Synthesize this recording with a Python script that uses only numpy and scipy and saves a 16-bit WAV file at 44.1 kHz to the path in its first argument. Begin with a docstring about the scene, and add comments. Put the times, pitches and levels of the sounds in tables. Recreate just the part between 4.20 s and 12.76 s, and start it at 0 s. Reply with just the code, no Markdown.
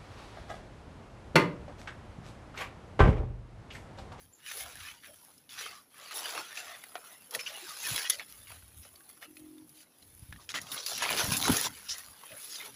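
"""Two walkers in the undergrowth

Two walkers climb a bank through green undergrowth and dry hanging leaves. Arched swells of crackling
noise make the rustle and a faint high hiss; dying bursts and rings make snapping leaves, twigs and edges.
Lumpy low noise and short low pulses are air and bumps on a hand-held microphone, and narrow-band noise
is the singing of rubbed leaves. A gliding sine is one bird chirp, and firing-rate harmonics a far engine."""
import sys
import numpy as np
from scipy import signal
from scipy.fft import rfft, irfft, next_fast_len
from scipy.io import wavfile
from scipy.ndimage import uniform_filter1d, map_coordinates

SR = 44100
rng = np.random.default_rng(int(sys.argv[2]) if len(sys.argv) > 2 else 0)


def transcribe(signal):
    """Save signal, clipped to [-1, 1], as a 16-bit WAV file at the path in sys.argv[1]."""
    frames = np.atleast_2d(signal).T
    limited = np.clip(frames, -1, 1)
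    pcm = np.round(limited * 32767).astype(np.int16)
    wavfile.write(sys.argv[1], SR, pcm)


def decibels_to_gain(level_db):
    """Convert a level in decibels to a linear amplitude gain (20 dB per decade)."""
    exponent = np.asarray(level_db, float) / 20
    return 10 ** exponent


N = 377407

# single snaps of leaves and twigs: (time [s], nominal level [dB], ringing pitch [Hz], tick relative level [dB])
SNAP_EVENTS = [(0.263, -30.5, 3020, -18), (0.314, -27, 1850, -22), (0.6034, -34.5, 2800, -23),
               (.8598, -37, 2450, -14), (1.1793, -44, 5220, -5), (1.2922, -38, 3600, -27),
               (1.3897, -28.5, 3430, -15), (1.463, -26, 1200, -30), (1.743, -42.5, 1180, -6),
               (1.78, -40, 1280, -4), (1.91, -27, 1250, -13), (2.0571, -25, 1660, -9),
               (2.1765, -18, 1134, -17), (2.3732, -22.5, 2490, -19), (2.638, -31, 2040, -7.5),
               (2.718, -40, 1310, -16), (2.7543, -19, 717, -30), (2.841, -42, 1370, -10),
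               (3.1087, -34.5, 5500, -2), (3.149, -18.5, 1820, -11), (3.192, -25, 2400, -16),
               (3.2648, -32, 2960, -31), (3.7615, -19.5, 4080, -8), (3.8986, -12.5, 6120, -1),
               (3.9957, -22.5, 2270, -28), (4.2712, -38.5, 2170, -25), (4.3038, -36, 910, -15),
               (4.4247, -44, 1470, -9.5), (4.6507, -33.5, 584, -20), (4.758, -39, 4470, -10),
               (4.806, -44.5, 1670, -30), (4.891, -49, 4540, 8), (4.976, -46, 1430, -9),
               (5.0262, -30, 1900, -20), (5.1687, -37, 2490, -20), (5.3822, -45, 3570, -16),
               (5.493, -47, 4900, 0), (5.605, -44, 2950, -9), (5.826, -42, 4120, -17),
               (6.1253, -29, 1707, -20), (6.161, -39.5, 1800, -19), (6.1967, -45, 1000, -14),
               (6.291, -26.5, 3306, -23), (6.341, -20, 2090, -30), (6.415, -29, 5930, -6.5),
               (6.4685, -33, 3230, -12), (6.5173, -21, 3680, -10), (6.578, -25.5, 3300, -22),
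               (6.6626, -15, 4870, -11), (6.7784, -24, 2750, -3.5), (6.8217, -15, 984, -19),
               (6.8522, -17, 2260, -19), (6.9038, -18, 1020, -6), (7.1203, -18.5, 6030, -8),
               (7.168, -10.5, 7370, -11), (7.215, -23, 3560, -5), (7.2542, -17, 1410, -11),
               (7.2805, -11.5, 924, -13), (7.2981, -11, 875, -13), (7.3177, -19, 3370, -3.5),
               (7.368, -10.5, 6840, -10.5), (7.4443, -21.5, 2700, -15), (7.6924, -21, 5240, -22),
               (7.707, -22, 5200, -23), (7.782, -28, 6900, -8), (8.0358, -33.5, 1030, -16),
               (8.117, -35, 2000, -13), (8.357, -27, 4040, -20), (8.4072, -34, 2200, -17),
               (8.458, -34, 2240, -21)]
# colour of the plant sounds at the microphone: (frequency [Hz], gain [dB])
PLANT_COLOUR = [(180, -30.5), (300, 6), (545, -6), (900, -6), (1310, -3.5), (2390, -3), (4200, -3.5),
                (6040, -4), (7200, -7.5), (8100, -14), (9300, -7.5), (10600, 1.5), (11600, -3.5),
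                (12500, -13), (13600, -22.5), (15000, -3.5), (15400, -8)]
STROKE_RISE, STROKE_FALL = 0.6, 0.97  # arch exponents: a stroke sets in fast and eases out


def unit(x):
    """Normalisation to a root-mean-square value of 1."""
    return x / np.sqrt(np.mean(x ** 2) + 1e-20)


def curves(rows):
    """Linear interpolation: one value per sample for each column after the time."""
    times, *columns = np.transpose(rows)
    t = np.arange(N) / SR
    return [np.interp(t, times, column) for column in columns]


def wobble(rate):
    """Slow random modulation: a smooth spline through random knots, rate knots a second."""
    knots = rng.standard_normal(int(N * rate / SR) + 4)
    return map_coordinates(knots, [np.arange(N) * rate / SR])


def coloured(x, points, lo_hz=1, hi_hz=20000, order=4):
    """Minimum-phase filtering: the log gain, folded to a causal cepstrum, fixes the phase."""
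    m = next_fast_len(N // 2 + 4096) * 2
    hz = np.fft.rfftfreq(m, 1 / SR) + 1
    f, db = np.transpose(points)
    low_edge = 1 + (lo_hz / hz) ** (2 * order)
    high_edge = 1 + (hz / hi_hz) ** (2 * order)
    gain = decibels_to_gain(np.interp(np.log(hz), np.log(f), db)) / np.sqrt(low_edge * high_edge)
    cepstrum = irfft(np.log(gain + 1e-6), m)
    cepstrum[1:m // 2] *= 2
    cepstrum[m // 2 + 1:] = 0
    response = np.exp(rfft(cepstrum))
    return irfft(rfft(x, m) * response, m)[..., :N]


def patchy(x, patchy_db, size):
    """Time-frequency modulation: narrow bands of noise swell for a moment and fade."""
    z = signal.stft(x, nperseg=512, noverlap=384)[2]
    random_gain = rng.standard_normal(z.shape)
    across_bands = uniform_filter1d(random_gain, size[0], 0)
    patches = unit(uniform_filter1d(across_bands, size[1], 1))
    swell = np.logaddexp(0, 2 * patches)  # swells stand out more than dips
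    return signal.istft(z * decibels_to_gain(patchy_db * swell), nperseg=512, noverlap=384)[1][:N]


def crackle(rate, spread_db, life, hiss):
    """Shot noise: random leaf breaks, mostly small, each a short dying burst, over a sliding hiss."""
    strength_db = spread_db * rng.exponential(1, N).clip(0, 3.2)
    breaks = (rng.random(N) < rate / SR) * decibels_to_gain(2 * strength_db)  # in power
    power = signal.lfilter([1], [1, -np.exp(-1 / (life * SR))], breaks)
    return unit(rng.standard_normal(N) * np.sqrt(power / power.mean() + hiss ** 2))


def swells(rows, rise, fall, rest_db):
    """Incoherent addition: arches, one a row, add in power; one dB curve for each level column."""
    start, length, db, *relative = np.transpose(rows)
    power = np.full((1 + len(relative), N), decibels_to_gain(2 * np.reshape(rest_db, (-1, 1))))
    top = (rise / (rise + fall)) ** rise * (fall / (rise + fall)) ** fall  # maximum of the arch
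    row_levels = np.transpose([db, *(db + r for r in relative)])
    for s, span, levels in zip(start, length, row_levels):
        at = np.arange(max(round(s * SR), 0), min(round((s + span) * SR), N))
        u = np.clip((at / SR - s) / span, 0, 1)
        arch = u ** rise * (1 - u) ** fall / top
        power[:, at] += (decibels_to_gain(levels)[:, None] * arch) ** 2
    return 10 * np.log10(power)


def released(levels, hold=0.011, jump=0.0024):
    """Stick and release: leaves hold still until a snap frees them, so a rise through it becomes a step."""
    out = np.array(levels)
    for s, *_ in SNAP_EVENTS:
        a, b, c = (round(x * SR) for x in (s - hold, s, s + jump))
        out[:, a:b] = np.minimum(out[:, a:b], out[:, a:a + 1])
        out[:, b:c] = np.maximum(out[:, b:c], out[:, c:c + 1])
    return out


def field():
    """Stationary broadband noise: the quiet, even hiss of the open field."""
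    # colour of the hiss: (frequency [Hz], gain [dB])
    field_colour = [(24, -19), (40, -35), (114, -7), (255, 6.5), (912, -2), (1580, -18), (6110, -9),
                    (8240, -21), (10100, 1.5), (10900, 0.5), (11700, -1), (13300, -9), (15000, -10),
                    (15400, -8)]
    hiss = patchy(rng.standard_normal(N), patchy_db=0.7, size=(4, 14))
    level_db = -67 + 0.44 * wobble(4.1)
    return decibels_to_gain(level_db) * unit(coloured(hiss, field_colour))


def rustle():
    """Frictional crackle: arched swells of blades, crisp high noise and heavy stems, partly in common."""
    # rustling strokes through the plants, and long faint swells of high background hiss: (start [s],
    # length [s], thin dry blades level [dB], broad blades relative level [dB], crisp highs relative level [dB])
    strokes = [(-0.042, 0.11, -64.5, -5.5, 6.5), (0.178, 0.26, -68, 7, 5), (0.221, 0.632, -54, 0.0, 0.5),
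               (0.249, 0.14, -49.5, 2.0, 1), (0.324, 0.114, -56.5, -16, 13.5), (0.361, 0.096, -46, -4.5, 4),
               (0.589, 0.16, -53, 4.5, -0.5), (0.785, 0.48, -67, -3.0, 8.5), (0.824, 0.087, -63.5, 9, 3),
               (1.285, 0.1, -52, -3, -0.5), (1.302, 0.32, -51.5, 0.5, -3), (1.371, 0.13, -46.5, 1.5, -1.5),
               (1.539, 0.12, -65.5, -2, 4), (1.7, 0.168, -66.5, 0, 4), (1.744, 0.941, -53.5, 2.5, -0.5),
               (1.87, 0.3, -59, 4, -3), (1.907, 0.05, -51, 5.5, -8), (1.937, 0.096, -43, -9, 4),
               (2.0, 0.268, -44.5, -1.5, -2), (2.146, 0.055, -57.5, 15, -12.0),
               (2.347, 0.089, -44, -1.5, -5), (2.349, 0.98, -65, 1.5, 9.5), (2.405, 0.2, -53, 0, -4),
               (2.744, 0.041, -66, 17.5, -0.5), (2.829, 0.15, -62, 2, 4), (3.098, 0.54, -53, 0.5, -0.5),
               (3.1, 0.039, -58, -2, 9), (3.124, 0.095, -52, -1.5, 0), (3.137, 0.027, -36.5, -8, 2),
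               (3.185, 0.038, -44, -1, -7), (3.252, 0.085, -47.5, 0.5, -5.0), (3.325, 0.11, -62.5, 5.5, 10),
               (3.379, 0.68, -46.5, -5.5, -1.0), (3.6, 0.059, -45, -11, -8),
               (3.619, 0.217, -39.5, -3.0, 2.0), (3.752, 0.13, -41.5, -5, -1.0),
               (3.848, 0.039, -45, 3.5, -12.5), (3.867, 0.76, -65, -1, 10), (3.885, 0.085, -41, -7.5, -3),
               (3.891, 0.021, -30.5, -2.5, 3), (3.986, 0.056, -63, 16.5, 1.5), (4.076, 0.086, -61, -1.5, 6),
               (4.261, 0.15, -59, 3.0, 5), (4.431, 0.78, -71, -1, 12), (4.565, 0.07, -69.0, -3, 16.5),
               (4.621, 0.075, -59.5, -1, 3), (4.883, 0.035, -61.5, 0, 8), (4.911, 0.7, -74.5, 0, 12),
               (5.01, 0.059, -60.5, 7, 7), (5.154, 0.065, -65, -4, 10), (5.465, 0.1, -73.5, -2.5, 13),
               (5.539, 0.1, -62, -5, 5.5), (5.591, 0.058, -62, -5, 4), (5.741, 0.71, -70.5, -1, 10.5),
               (6.112, 0.075, -78, 14, -9.0), (6.189, 0.076, -62, -5, -15.5),
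               (6.28, 0.16, -55, -2.5, -11.5), (6.284, 0.042, -42, -2.5, -12.0),
               (6.338, 0.061, -38, 2.5, -10), (6.4, 0.044, -50.5, -7, -0.5), (6.423, 1, -45, -8, -5),
               (6.509, 0.07, -45.0, -2, 4.5), (6.513, 0.062, -50, -3, 0), (6.563, 0.053, -45.5, -2, -13.5),
               (6.65, 0.21, -39, -13, -10), (6.666, 0.078, -41, -7.0, 3.5),
               (6.777, 0.32, -44.5, 7.5, -10.5), (6.818, 0.032, -33, -5, -5), (6.825, 0.7, -40, -7, 1.5),
               (6.963, 0.084, -35.5, 1.5, -3), (7.11, 0.063, -35.0, -3.0, -1),
               (7.156, 0.049, -41, -17.5, 2.0), (7.232, 0.062, -34.5, -6.5, -11), (7.25, 0.25, -51, 3.5, 5),
               (7.273, 0.19, -35, -4.5, 0.5), (7.409, 0.64, -56, -2, 4.5), (7.423, 0.066, -34.5, -4, -2.5),
               (7.681, 0.085, -38, -11, -10), (7.744, 0.091, -53.5, -2, 1), (7.924, 0.8, -57.5, 0.5, 7),
               (8.107, 0.036, -65.0, 14, -12.5), (8.184, 0.16, -52.5, -17, 5.5),
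               (8.29, 0.13, -44, -11.5, -2.5), (8.388, 0.11, -52.5, -0.5, 1.5)]
    # heavy stems bending and dragging: (start [s], length [s], level [dB])
    stem_strokes = [(0.222, 0.75, -69.5), (0.292, 0.33, -58), (0.871, 0.092, -69), (1.07, 0.072, -65.5),
                    (1.262, 0.58, -69.5), (1.358, 0.2, -56), (1.782, 0.066, -60), (1.829, 0.87, -56.5),
                    (1.92, 0.15, -46), (2.05, 0.101, -48), (2.12, 0.12, -40), (2.487, 0.12, -75),
                    (2.629, 0.392, -63), (2.741, 0.065, -54), (2.799, 0.559, -69), (3.076, 0.73, -59),
                    (3.115, 0.079, -47), (3.211, 0.87, -62), (3.543, 0.49, -55.5), (3.661, 0.22, -47.5),
                    (3.864, 0.813, -71.5), (3.985, 0.059, -51), (4.289, 0.1, -58.5), (4.518, 0.935, -74.5),
                    (4.641, 0.047, -61), (5.012, 0.059, -58), (6.178, 0.081, -62), (6.273, 0.505, -55.5),
                    (6.33, 0.06, -42), (6.511, 0.11, -50.5), (6.673, 0.097, -47), (6.752, 0.8, -42.5),
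                    (6.806, 0.08, -38), (6.865, 0.12, -50), (6.901, 0.13, -39.5), (6.99, 0.059, -33),
                    (7.228, 0.21, -38), (7.265, 0.037, -33), (7.441, 0.039, -38.5), (7.463, 0.6, -63.5),
                    (7.708, 0.068, -59.5), (7.856, 0.78, -62), (8.099, 0.1, -69), (8.372, 0.16, -53)]
    shape = STROKE_RISE, STROKE_FALL, -76  # level at rest [dB]
    arches = [*swells(strokes, *shape), *swells(stem_strokes, *shape)]
    thin_db, broad_db, crisp_db, heavy_db = released(arches)

    shared = crackle(rate=250, spread_db=2.0, life=0.0011, hiss=1.0)
    shared = shared + 0.5 * crackle(rate=98, spread_db=4.0, life=0.0002, hiss=0.056)
    blade_breaks = 0.99 * crackle(rate=500, spread_db=3.0, life=0.0023, hiss=1.0)
    crisp_breaks = 0.62 * crackle(rate=120, spread_db=3.5, life=0.0039, hiss=1.0)
    stem_breaks = 0.75 * crackle(rate=81, spread_db=11.0, life=0.0052, hiss=1.7)
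    blades = patchy(shared + blade_breaks, patchy_db=3.0, size=(2, 16))
    crisp = patchy(shared + crisp_breaks, patchy_db=1.74, size=(8, 8))
    stems = patchy(shared + stem_breaks, patchy_db=3.5, size=(2, 28))

    clumps = 0.68 * wobble(30)  # leaves give way in bunches [dB]
    # (source, level [dB], low edge [Hz], high edge [Hz])
    layers = [(blades, broad_db + clumps, 1300, 3500),
              (blades, thin_db + clumps, 3500, 8000),
              (crisp, crisp_db + 0.43 * clumps, 8200, 20000),
              (stems, heavy_db + 0.37 * clumps, 480, 1300)]
    return sum(decibels_to_gain(db) * unit(coloured(x, PLANT_COLOUR, lo, hi, order=5)) for x, db, lo, hi in layers)


def air():
    """Turbulent pressure: lumpy low noise, and bumps that push the capsule for a few cycles."""
    # gusts over the microphone: (start [s], length [s], deep buffet level [dB], flutter relative level [dB])
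    gusts = [(-0.012, 0.14, -64.5, -7), (0.335, 0.422, -61, -10), (0.737, 0.302, -73, 2),
             (2.164, 0.08, -82, 12), (2.434, 0.099, -69, -8), (3.143, 0.055, -72, 16),
             (3.637, 0.19, -68, 6), (3.704, 0.058, -50, -2), (3.947, 0.094, -74, -7),
             (4.085, 0.72, -62.5, -24), (4.285, 0.054, -53, -23), (4.549, 0.09, -56, -10),
             (5.103, 0.239, -69.5, 0), (5.414, 0.141, -82, 16.5), (5.803, 0.65, -62.5, -19),
             (6.007, 0.065, -58, -5), (6.084, 0.061, -47, -13), (6.115, 0.076, -60, 0.5),
             (6.321, 0.17, -70.5, 13), (6.507, 0.077, -73.5, 16), (6.704, 0.25, -71.5, 15.5),
             (6.866, 0.69, -56, 10), (7.072, 0.046, -39.5, -2), (7.129, 0.88, -66.5, -7),
             (7.284, 0.047, -44.5, 12), (7.294, 0.057, -51, 13), (7.676, 0.049, -58, -14),
             (7.873, 0.063, -64, -1), (8.104, 0.057, -69, 5), (8.385, 0.31, -79, 12)]
    # bumps on the microphone: (time [s], level [dB], frequency [Hz])
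    bumps = [(3.714, -37.5, 110), (6.023, -38, 98), (6.088, -41, 82), (7.038, -30, 118), (7.105, -43, 86.1),
             (7.118, -24.5, 153), (7.178, -40, 96.9), (7.296, -16.5, 240), (7.303, -18.5, 205),
             (7.319, -44, 128), (8.128, -53, 114)]
    # colour of the air noise: (frequency [Hz], gain [dB])
    rumble_colour = [(15, -21), (25, -24), (56, -4.5), (86, 1), (138, -4), (249, -5), (300, -3.5),
                     (390, -67.5), (660, -120)]
    deep_db, flutter_db = swells(gusts, rise=0.74, fall=0.8, rest_db=[-83.5, -74.5])
    lumps = decibels_to_gain(2.5 * wobble(18))
    deep = unit(lumps * coloured(rng.standard_normal(N), rumble_colour, 1, 110))
    flutter = unit(lumps * coloured(rng.standard_normal(N), rumble_colour, 110, 400))

    pushes = np.zeros(N + SR)
    t = np.arange(SR // 8) / SR
    for s, db, hz in bumps:
        u = t * hz / 0.4  # the envelope is highest after 0.4 cycle
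        pulse = u * np.exp(1 - u) * np.sin(2 * np.pi * hz * t)
        pushes[round(s * SR):][:len(t)] += decibels_to_gain(db) * pulse
    thumps = coloured(pushes[:N], [(60, 0), (400, 0)], 94, order=2)
    return decibels_to_gain(deep_db) * deep + decibels_to_gain(flutter_db) * flutter + thumps


def bird():
    """Frequency modulation and scattering: an arched whistle that the trees repeat in a diffuse tail."""
    # chirp: (time [s], pitch [Hz], level [dB])
    chirp_path = [(.12, 6200, -80), (.127, 7100, -67), (.137, 7300, -50.5), (.146, 7250, -65),
                  (.152, 6550, -55), (.16, 6360, -90)]
    hz, db = curves(chirp_path)
    during_call = np.abs(np.arange(N) / SR - 0.14) < 0.02
    call = decibels_to_gain(db) * np.sin(2 * np.pi * np.cumsum(hz) / SR) * during_call
    t = np.arange(SR // 8) / SR
    trees = rng.standard_normal(len(t)) * decibels_to_gain(-60 * t / 0.17)  # 60 dB decay in 0.17 s
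    return call + decibels_to_gain(-1) * signal.fftconvolve(call, trees / np.linalg.norm(trees))[:N]


def snaps():
    """Impulsive fracture: a broad crack, a short ring of the leaf or twig, and a crisp tick."""
    t60, crack_octaves = 0.028, 0.73  # crack decay by 60 dB [s]; its spread on each side of the ring
    t = np.arange(SR // 8) / SR
    crack, tick, ring = np.zeros((3, N + SR))
    for s, db, hz, tick_db in SNAP_EVENTS:
        at = slice(round(s * SR), round(s * SR) + len(t))
        crack_noise, tick_noise, phase_noise = rng.standard_normal((3, len(t)))
        around = signal.butter(1, hz * 2 ** (crack_octaves * np.array([-1, 1])), 'band', fs=SR)
        crack[at] += decibels_to_gain(db - 10 - 60 * t / t60) * unit(signal.lfilter(*around, crack_noise))
        tick[at] += decibels_to_gain(db + tick_db + 5 - 60 * t / (1.13 * t60)) * tick_noise
        rough = 1.4 * np.cumsum(phase_noise) * np.sqrt(hz / SR / 12)  # the ring is unsteady in phase
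        ring[at] += decibels_to_gain(db - 6 - 60 * t / (1.2 * t60)) * np.sin(2 * np.pi * hz * t + rough)
    cracks = coloured(crack[:N], PLANT_COLOUR, 500, 8000)
    ticks = coloured(tick[:N], PLANT_COLOUR, 8200)
    rings = coloured(ring[:N], PLANT_COLOUR, 500)
    return cracks + ticks + rings


def rubs():
    """Narrow-band friction noise: a leaf rubbed along its length sings, under the arch of a stroke."""
    # rubs: (start [s], length [s], level [dB], pitch [Hz])
    rub_rows = [(.33, 0.21, -60, 750), (0.701, 0.093, -64, 903), (.84, 0.069, -62, 1600),
                (0.868, 0.083, -59.5, 606), (1.504, .12, -57, 1200), (1.733, 0.52, -59.5, 1220),
                (1.79, 0.088, -61.5, 594), (1.922, 0.31, -58, 679), (2.15, .08, -59, 330),
                (2.369, .22, -56.5, 693), (2.459, 0.15, -56, 1206), (2.478, 0.11, -52.5, 1904),
                (2.804, 0.12, -59.5, 1350), (3.09, 0.14, -55.5, 480), (3.189, .035, -43, 2436),
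                (3.26, 0.024, -36.5, 2910), (3.295, 0.15, -58.5, 804), (3.411, .08, -57.5, 351),
                (7.683, 0.067, -37.5, 5530), (7.7, .1, -52.5, 1900), (8.02, 0.045, -57, 1045),
                (8.104, 0.083, -54, 577), (8.399, 0.031, -46.5, 2160), (8.431, 0.086, -58, 420)]
    half_width = 0.076  # half the bandwidth over the pitch
    out = np.zeros(N + SR)
    for s, span, db, hz in rub_rows:
        t = np.arange(round(span * SR)) / SR
        a, b = rng.standard_normal((2, SR))
        lowpass = signal.butter(2, half_width * hz, fs=SR)
        slow = signal.lfilter(*lowpass, a + 1j * b)[-len(t):]
        band = np.real(slow * np.exp(2j * np.pi * hz * t))  # shifted up to the pitch
        arch = (t / span) ** STROKE_RISE * (1 - t / span) ** STROKE_FALL
        out[round(s * SR):][:len(t)] += decibels_to_gain(db) * unit(band) * arch / arch.max()
    return out[:N]


def clicks():
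    """Brittle fracture: leaf edges break right at the microphone in brief bursts about an octave wide."""
    # clicks: (time [s], level [dB], centre frequency [Hz])
    click_rows = [(3.6732, -21, 10100), (3.761, -19, 10200), (6.9284, -16, 3450), (6.9846, -20, 4660),
                  (7.0444, -16, 10800), (7.0645, -20, 10900), (7.1057, -19, 3330), (7.1777, -16, 11200),
                  (7.2138, -18, 3890), (7.2265, -14, 4270), (7.2804, -14, 10700), (7.325, -13, 11100),
                  (7.3824, -25, 4540), (7.4044, -18, 10700), (7.4128, -16, 10800)]
    t60 = 0.0062  # decay by 60 dB [s]
    out = np.zeros(N + SR)
    t = np.arange(SR // 40) / SR
    for s, db, hz in click_rows:
        octave = signal.butter(1, hz * np.array([0.6, 1.5]), 'band', fs=SR)
        burst = unit(signal.lfilter(*octave, rng.standard_normal(len(t))))
        out[round(s * SR):][:len(t)] += decibels_to_gain(db - 60 * t / t60) * burst
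    return coloured(out[:N], PLANT_COLOUR)


def engine():
    """Harmonic series: only a few low orders of the firing rate reach over the trees, each wavering."""
    # far engine swelling up: (start [s], length [s], level [dB])
    revs = [(4.92, 0.086, -71), (5.06, 0.076, -56.5), (5.12, 0.35, -53), (5.47, 0.16, -71),
            (5.75, .55, -75.5)]
    # firing orders that carry: (multiple of the firing rate [1], relative level [dB])
    orders = [(2, -34), (3, -24), (5, -24), (6, -6.5), (7, 4), (8, -7)]
    db, = swells(revs, rise=0.94, fall=0.45, rest_db=-120)
    t = np.arange(N) / SR
    blip = np.exp(-((t - 3.8) / 0.026) ** 2)  # a brief rate rise, inaudible; the rate is steady in the swells
    firing_hz = 44.2 + 3.6 * blip
    turn = 2 * np.pi * np.cumsum(firing_hz) / SR
    tones = np.zeros(N)
    for k, level in orders:
        tones += decibels_to_gain(level + 3 * wobble(14)) * np.sin(k * turn + 0.5 * wobble(12))
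    return decibels_to_gain(db) * tones


def scene():
    """Linear superposition: all sources add at one microphone."""
    plants = rustle() + snaps() + rubs() + clicks()
    return (field() + plants + air() + bird() + engine())[None]


def top_cut(x):
    """Nothing passes above the cut-off."""
    return signal.sosfilt(signal.butter(12, 16820, fs=SR, output="sos"), x)


def record(dry):
    """Band limitation: the recorder keeps nothing from 15470 Hz upward."""
    passed = np.fft.rfftfreq(N, 1 / SR) < 15470
    kept = irfft(rfft(dry) * passed, N)
    return top_cut(kept)


dry = scene()
out = record(dry)
transcribe(out)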